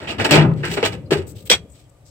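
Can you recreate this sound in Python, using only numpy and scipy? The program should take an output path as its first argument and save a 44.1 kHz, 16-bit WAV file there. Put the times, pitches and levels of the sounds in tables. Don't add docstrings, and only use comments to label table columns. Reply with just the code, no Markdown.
import sys
import numpy as np
from scipy import signal
from scipy.fft import rfft, irfft, next_fast_len
from scipy.io import wavfile
from scipy.ndimage import uniform_filter1d, map_coordinates

SR = 44100
rng = np.random.default_rng(int(sys.argv[2]) if len(sys.argv) > 2 else 0)


def int16_out(signal):
    q = np.round(np.clip(np.atleast_2d(signal).T, -1, 1) * 32767)
    wavfile.write(sys.argv[1], SR, q.astype(np.int16))


def how_loud(loudness_db):
    steps = np.asarray(loudness_db, float) / 20
    return 10 ** steps


N = 92610
CLACK_S = 1.45


def table(points, hz):
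    p = np.array(points, float)
    return np.interp(np.log(np.maximum(hz, 1)), np.log(np.maximum(p[:, 0], 1)), p[:, 1])


def conv(x, h):
    size = next_fast_len(N + np.shape(h)[-1])
    return irfft(rfft(x, size) * rfft(h, size), size)[..., :N]


def colour(x, points, share=1):
    size = 4096
    hz = np.arange(size // 2 + 1) * SR / size
    cepstrum = irfft(share * table(points, hz) * np.log(10) / 20)
    cepstrum[1:size // 2] *= 2
    cepstrum[size // 2 + 1:] = 0
    return conv(x, irfft(np.exp(rfft(cepstrum))))


def unit(x):
    return x / np.sqrt(np.mean(x ** 2))


def band(x, hz, width_hz):
    return signal.lfilter(*signal.iirpeak(hz, hz / width_hz, fs=SR), x)


def butter(x, order, hz, kind="low"):
    return signal.sosfilt(signal.butter(order, hz, kind, fs=SR, output="sos"), x)


def decay(t, t60_s):
    return np.exp(-np.log(1000) * t / t60_s)


def walk(rate_hz):
    k = int(SR / rate_hz)
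    steps = np.repeat(rng.standard_normal(N // k + 1), k)
    return uniform_filter1d(uniform_filter1d(steps, k), k)[:N]


# frequency in Hz, level in dB per Hz.
HUM_SPECTRUM = [(18, -66), (30, -20.5), (59, -7.5), (145, -6), (179, -32.5), (499, -25), (540, -19.5),
                (1190, -37), (16000, -51.5)]
HUM_DB, WHINE_HZ, WHINE_DB = -51.5, 1205, -22


def hum():
    mid, side, whine = rng.standard_normal((3, N))
    side = butter(side, 1, 700, "high")
    tone = unit(colour(mid + side * np.array([[1], [-1]]), HUM_SPECTRUM))
    return how_loud(HUM_DB) * (tone + how_loud(WHINE_DB) * unit(band(whine, WHINE_HZ, 30)))


# start in seconds, level in dB, length in seconds, centre in Hz, width in Hz.
BRUSHES = [(0.536, -46, 0.0043, 3500, 1184), (0.557, -54.5, 0.054, 2500, 1970),
           (1.056, -58, 0.03, 4200, 90), (1.06, -62, .03, 2950, 120), (1.049, -65, .03, 4800, 120),
           (1.838, -69.5, .04, 3200, 199.4), (0.306, -43, .012, 14000, 5000),
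           (0.697, -61.5, .07, 14000, 4000), (1.494, -45.5, 0.022, 13300, 4000),
           (1.264, -50, 0.063, 6000, 6300), (1.346, -51, 0.088, 3500, 2500),
           (1.454, -44.5, 0.033, 3200, 2500), (1.45, -52, .035, 9000, 8000), (1.349, -62, .09, 9000, 8000),
           (1.69, -64.5, .07, 7500, 2970), (1.733, -56.5, 0.11, 3500, 3500),
           (1.893, -67, 0.013, 7000, 3014), (2.047, -57, 0.077, 5230, 2500)]
RUSTLE_PAN_DB = 0.5


def rustle(t):
    out = 0
    for start, db, length_s, hz, width_hz in BRUSHES:
        u = np.maximum(t - start, 0) / length_s
        env = np.minimum(u / 0.19, 1) * np.exp(-np.maximum(u - 0.7, 0) / 0.25)
        grain = rng.standard_normal((2, N)) * how_loud(3 * walk(300))
        out = out + how_loud(db) * env * unit(band(band(grain, hz, width_hz), hz, 2 * width_hz))
    return out * how_loud(np.array([[RUSTLE_PAN_DB], [-RUSTLE_PAN_DB]]) / 2)


ROOM_DB, ROOM_T60_S, ROOM_TOP_HZ, ROOM_DELAY_S = -22.5, 0.42, 2500, 0.006


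def room(x):
    u = np.arange(SR // 2) / SR
    h = butter(rng.standard_normal((2, len(u))), 1, ROOM_TOP_HZ)
    h = h * decay(u, ROOM_T60_S) * (u > ROOM_DELAY_S)
    return how_loud(ROOM_DB) * conv(x, h / np.sqrt(np.sum(h ** 2) / 2))


# time in seconds, level in dB.
SLIDE_LOAD = [(0, -42), (.17, -32), (.25, -28), (.45, -24), (.62, -29.5), (.76, -32.5), (.9, -32.5),
              (.96, -30.5), (1.08, -38), (1.22, -34), (1.44, -42), (1.62, -39), (1.8, -55.5), (2.1, -56)]
# frequency in Hz, width in Hz, level in dB.
CABINET_MODES = [(73.6, 28, -12.5), (103.1, 27, -4.5), (150, 62, -5.5), (291, 32, -12.5), (391, 150, -11.5),
                 (522, 66, -15)]
FLICKER_DB, FLICKER_HZ = 2.5, 25


def rumble(t):
    shake = 0
    for hz, width_hz, db in CABINET_MODES:
        level = how_loud(db + FLICKER_DB * walk(FLICKER_HZ))
        noise = rng.standard_normal(N)
        shake = shake + level * unit(band(band(noise, hz, width_hz), hz, 2 * width_hz))
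    load_db = np.interp(t, *np.array(SLIDE_LOAD).T) - 1.5
    return unit(shake) * how_loud(load_db)


# start in seconds, level in dB, pitch in Hz, t60 in seconds, damped after in seconds.
PANEL_KNOCKS = [(0.189, -25, 101, 0.67, 0.06), (0.313, -13, 152.2, 3.3, 0.051),
                (.314, -14.5, 299.2, 0.41, 0.06), (.318, -14, 588, 0.2, 0.059),
                (0.378, -6, 152.1, 0.6, 0.1), (.445, -15.5, 176.4, 0.4, 0.033),
                (.452, -11, 135.8, .8, 0.066), (.495, -14, 160.8, 0.76, 0.04),
                (0.383, -19.5, 98.2, 0.67, 0.13), (.44, -14.5, 260.5, 0.21, 0.039),
                (.39, -16.5, 329.3, 0.59, 0.1), (.39, -28, 396.3, 0.76, 0.4),
                (0.441, -27.5, 400, 0.75, 0.059), (.59, -22, 144.6, 0.81, 0.058),
                (.635, -27, 353, 0.29, 0.045), (.685, -23.5, 164.3, 0.44, 0.09),
                (.72, -27, 409, 0.35, 0.048), (0.783, -14, 411, 0.059, 0.049),
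                (.829, -8.5, 452, 0.044, 0.032), (.862, -18.5, 415, 0.13, 0.077),
                (0.929, -35, 113.8, 0.89, 0.041), (1.107, -9, 399, 0.027, 0.029),
                (1.118, 2.5, 391, 0.035, 0.047), (1.12, -16, 150, 0.23, 0.27),
                (1.156, -12.5, 407.5, 0.11, 0.054), (1.189, -15, 378.7, 0.11, 0.044),
                (1.169, -26.5, 89.2, .5, 0.11), (1.504, -4.5, 490, 0.04, 0.061), (1.53, -33, 81.7, .5, 0.1),
                (1.51, -29, 153.7, 0.22, 0.16)]
PUSH_CYCLES, DAMP_S = 0.98, 0.019


def knocks(t):
    out = 0
    for start, db, hz, t60_s, held_s in PANEL_KNOCKS:
        u = np.maximum(t - start, 0)
        env = np.clip(u * hz / PUSH_CYCLES, 0, 1) * decay(u, t60_s)
        env = env * np.exp(-np.maximum(u - held_s, 0) / DAMP_S)
        ring = np.sin(2 * np.pi * hz * u) + 0.18 * np.sin(2 * np.pi * 1.41 * hz * u)
        out = out + how_loud(db) * env * ring
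    return out


RELEASE_S = 0.014


def burst(t, start, rise_s, hold_s):
    rise = np.clip((t - start) / max(rise_s, 1e-4), 0, 1) ** 2
    return rise * np.exp(-np.maximum(t - start - rise_s - hold_s, 0) / RELEASE_S)


# start in seconds, level in dB, hold in seconds, centre in Hz.
TOOL_KNOCKS = [(0.067, -17.5, 0.033, 2700), (.252, -47, 0.0059, 4300), (0.321, -3, 0.0089, 2300),
               (0.384, -12.5, .06, 914), (0.448, -25, 0.06, 1060), (0.629, -12, 0.016, 1480),
               (0.631, -19.5, 0.017, 2280), (0.773, -41, 0.0034, 1360), (0.836, -10, 0.01, 2824),
               (1.113, -36, .03, 1500), (1.137, -38, .06, 1409), (1.493, -9.5, 0.0049, 3210)]


def tools(t, hits):
    out = 0
    for start, db, hold_s, hz in TOOL_KNOCKS:
        knock = hits * burst(t, start, 0.0053, hold_s)
        out = out + how_loud(db + 2) * band(band(knock, hz, 0.39 * hz), hz, 0.52 * hz)
    return out


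# start in seconds, level in dB, rise in seconds, hold in seconds, brightness in dB.
BURSTS = [(0, -31.5, 0.0017, 0.05, -6.5), (0.049, -21.5, 0.051, 0.014, -1.5),
          (0.116, -37.5, 0.0088, 0.043, -23), (0.18, -22, 0.0029, 0.018, -6),
          (0.192, -17, 0.0067, 0.021, -6), (0.239, -10.5, 0.0064, 0.0037, 3),
          (0.287, -19.5, 0.0026, 0.03, -10.5), (0.3086, -12, 0.00094, 0.0051, 15),
          (0.325, -6.5, 0.012, 0.025, -7), (0.365, -15, 0.003, 0.058, -31), (0.565, -44, 0.0075, 0.062, 2),
          (0.626, -26.5, 0.018, 0.0089, 1), (0.647, -37.5, 0.0048, .04, 12), (0.697, -32, 0.019, 0.03, 16),
          (0.761, -16.5, 0.014, 0.0043, -12), (0.791, -31.5, .01, 0.047, -5),
          (0.827, -13.5, 0.0012, 0.011, -10.5), (0.848, -20.5, 0.0024, 0.0058, 14),
          (0.884, -51, 0.0017, 0.004, 4), (0.916, -31.5, 0.0037, 0.015, 4.5),
          (1.106, -17, 0.0017, 0.023, 1), (1.119, -26, 0.0047, 0.008, 1), (1.168, -32, 0.0023, 0.01, 6.5),
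          (1.197, -48, 0.0027, 0.01, 0.5), (1.4989, -12, 0.00082, 0.0069, 5.5),
          (1.512, -13, 0.0014, 0.018, -9)]
# time in seconds, level in dB, brightness in dB.
HARD_TICKS = [(.11, -9, -1.5), (.2, -4.5, -0.5), (.213, -7, 3), (.252, -0.5, 0.5), (.3098, -0.5, 8.5),
              (.3412, 4, 3), (.346, 3.5, 6.5), (.354, 3, 3), (.363, 8, 2), (.378, 5, 2.5), (.391, -1, 0),
              (.643, -14.5, 9), (.653, -12, 20), (.7126, -22, 3), (.719, -13.5, 0), (.7784, -6, -8),
              (.8288, -7, -4), (.8503, -3.5, 10), (.861, 2.5, 10), (.923, -16.5, 5.5), (1.1188, -7, 4),
              (1.17, -19, 6), (1.225, -23.5, 8.5), (1.5003, 4.5, 7), (1.507, 1, 4.5), (1.518, -2.5, 7.5),
              (1.525, 2, 3), (1.534, -9, 1.5), (1.555, -12.5, 6.5)]
CONTACTS_PER_S, SCATTER_DB, FIRST_S, TILT_HZ = 2500, 2.5, 0.012, 3500


def contacts(t):
    hits = (rng.random(N) < CONTACTS_PER_S / SR) * np.sign(rng.standard_normal(N))
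    hits = unit(hits * how_loud(SCATTER_DB * rng.exponential(size=N)))
    for start, _, rise_s, *_ in BURSTS:
        hits[int((start + rise_s) * SR)] += min(FIRST_S / rise_s, 9)
    dull, bright = np.zeros(N), np.zeros(N)
    for start, db, rise_s, hold_s, tilt_db in BURSTS:
        env = burst(t, start, rise_s, hold_s) * how_loud(db)
        dull += env
        bright += env * how_loud(tilt_db)
    dull, bright = dull * hits, bright * hits
    for start, db, tilt_db in HARD_TICKS:
        dull[int(start * SR)] += how_loud(db)
        bright[int(start * SR)] += how_loud(db + tilt_db)
    push = butter(dull, 2, TILT_HZ) - butter(bright, 2, TILT_HZ, "high")
    return push + tools(t, hits)


# frequency in Hz, t60 in seconds.
SHEET_T60 = [(300, 0.062), (1200, 0.11), (3000, 0.048), (8000, 0.054), (16000, 0.058)]
PLACES, LIKENESS, CRACK_DB, CRACK_S = 4, 0.18, -1, 0.00088


def steel(partials, count=850):
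    t = np.arange(SR // 5, dtype=np.float32)[None] / SR
    hz = 250 * 64 ** (rng.random(count) ** 0.55)
    t60_s = table(SHEET_T60, hz) * np.exp(0.59 * rng.standard_normal(count))
    strong_hz, strong_db, strong_t60_s = np.array(partials, float).T
    db = np.r_[np.zeros(count), strong_db]
    db[:count] = 1.5 * np.log(hz) - 10 * np.log10(t60_s)
    db[count:] += 1.5 * np.log(strong_hz) - 10 * np.log10(strong_t60_s)
    hz, t60_s = np.r_[hz, strong_hz][:, None], np.r_[t60_s, strong_t60_s][:, None]
    rings = np.exp(t * (2j * np.pi * hz - np.log(1000) / t60_s).astype(np.complex64))
    shape = (PLACES, 3, len(hz))
    gain = rng.standard_normal(shape) + 1j * rng.standard_normal(shape)
    like = np.clip(LIKENESS + 300 / hz[:, 0], 0, 1)
    gain = np.sqrt(like) * gain[:, :1] + np.sqrt(1 - like) * gain[:, 1:]
    modes = np.real((gain * how_loud(db)).astype(np.complex64) @ rings)
    crack = rng.standard_normal((PLACES, 3, t.size)) * np.exp(-t / CRACK_S)
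    crack = crack[:, :1] + 0.78 * crack[:, 1:]
    return (unit(modes) + how_loud(CRACK_DB) * unit(crack)) / np.sqrt(t.size)


# frequency in Hz, level in dB, t60 in seconds.
DRAWER_PARTIALS = [(807, 2.5, 0.22), (909, 6, 0.34), (1225, 5.5, .18), (2352, 11.5, 0.072)]
# frequency in Hz, level in dB, t60 in seconds.
LAST_PART_PARTIALS = [(1300, 7.3, 0.086), (2140, 12, .09), (2480, 12, .06), (3315, 22, .035),
                      (4721, 8.9, .05), (5760, 23, .03), (7780, 8.6, 0.091), (8301, 8.9, 0.055)]
# frequency in Hz, level in dB.
LAST_CLACK_LIFT = [(1000, -2.5), (5000, 11)]
# frequency in Hz, level in dB per Hz.
SHEET_RESPONSE = [(120, -56), (200, -6), (409, -4), (791, -11), (2700, -13.5), (5040, -23), (7830, -32.5),
                  (10500, -38), (16000, -53)]
CLACK_T60_S = 0.24


def clatter(t):
    push = contacts(t)
    drawer, part = steel(DRAWER_PARTIALS), steel(LAST_PART_PARTIALS)
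    part = part * decay(t[:part.shape[-1]], CLACK_T60_S)
    place = np.repeat(rng.integers(0, PLACES, N // 64 + 1), 64)[:N]

    def ring(x, responses):
        return sum(conv(x * (place == k), responses[k]) for k in range(PLACES))

    opening = ring(push * (t < CLACK_S), drawer)
    clack = colour(ring(push * (t >= CLACK_S), part), LAST_CLACK_LIFT)
    return how_loud(10.5) * colour(opening + clack, SHEET_RESPONSE)


# frequency in Hz, level in dB.
MIC_COLOUR = [(40, -0.5), (90, 1.5), (6500, -0.5), (8000, 3.5), (9300, 3.5), (10300, -20.5), (11500, -0.5),
              (14000, 14.5)]
PORT_LAG_S, CLACK_DRY = 0.0001, 0.87


def scene():
    t = np.arange(N) / SR
    left, right = clatter(t) + knocks(t) + rumble(t)
    near = np.array([left, map_coordinates(right, [(t - PORT_LAG_S) * SR])])
    to_room = near.mean(axis=0) * (1 - CLACK_DRY * (t >= CLACK_S))
    return colour(near + room(to_room) + rustle(t), MIC_COLOUR) + hum()


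def roll_off(x):
    return signal.sosfilt(signal.butter(12, 16470, fs=SR, output="sos"), x)


# frequency in Hz, level in dB.
PORT_DIFFERENCE = [(60, 4.5), (110, 1.5), (200, 2.5), (380, 2.5), (700, 1), (1290, 1), (2380, -3.5),
                   (4400, 0), (8120, 3.5), (15000, 1.5)]
GRILLE_HZ, GRILLE_WIDTH_HZ, GRILLE_DB = 7930, 490, 8
TOP_HZ, LIMIT = 15700, 1.0


def record(dry):
    left = dry[0] + how_loud(GRILLE_DB) * band(dry[0], GRILLE_HZ, GRILLE_WIDTH_HZ)
    x = np.array([colour(left, PORT_DIFFERENCE, 0.73), colour(dry[1], PORT_DIFFERENCE, -0.83)])
    x = signal.sosfilt(signal.ellip(8, 0.2, 70, TOP_HZ, fs=SR, output="sos"), x)
    x = x / (1 + np.abs(x / LIMIT) ** 12) ** (1 / 12)
    return roll_off(x)


dry = scene()
out = record(dry)
int16_out(out)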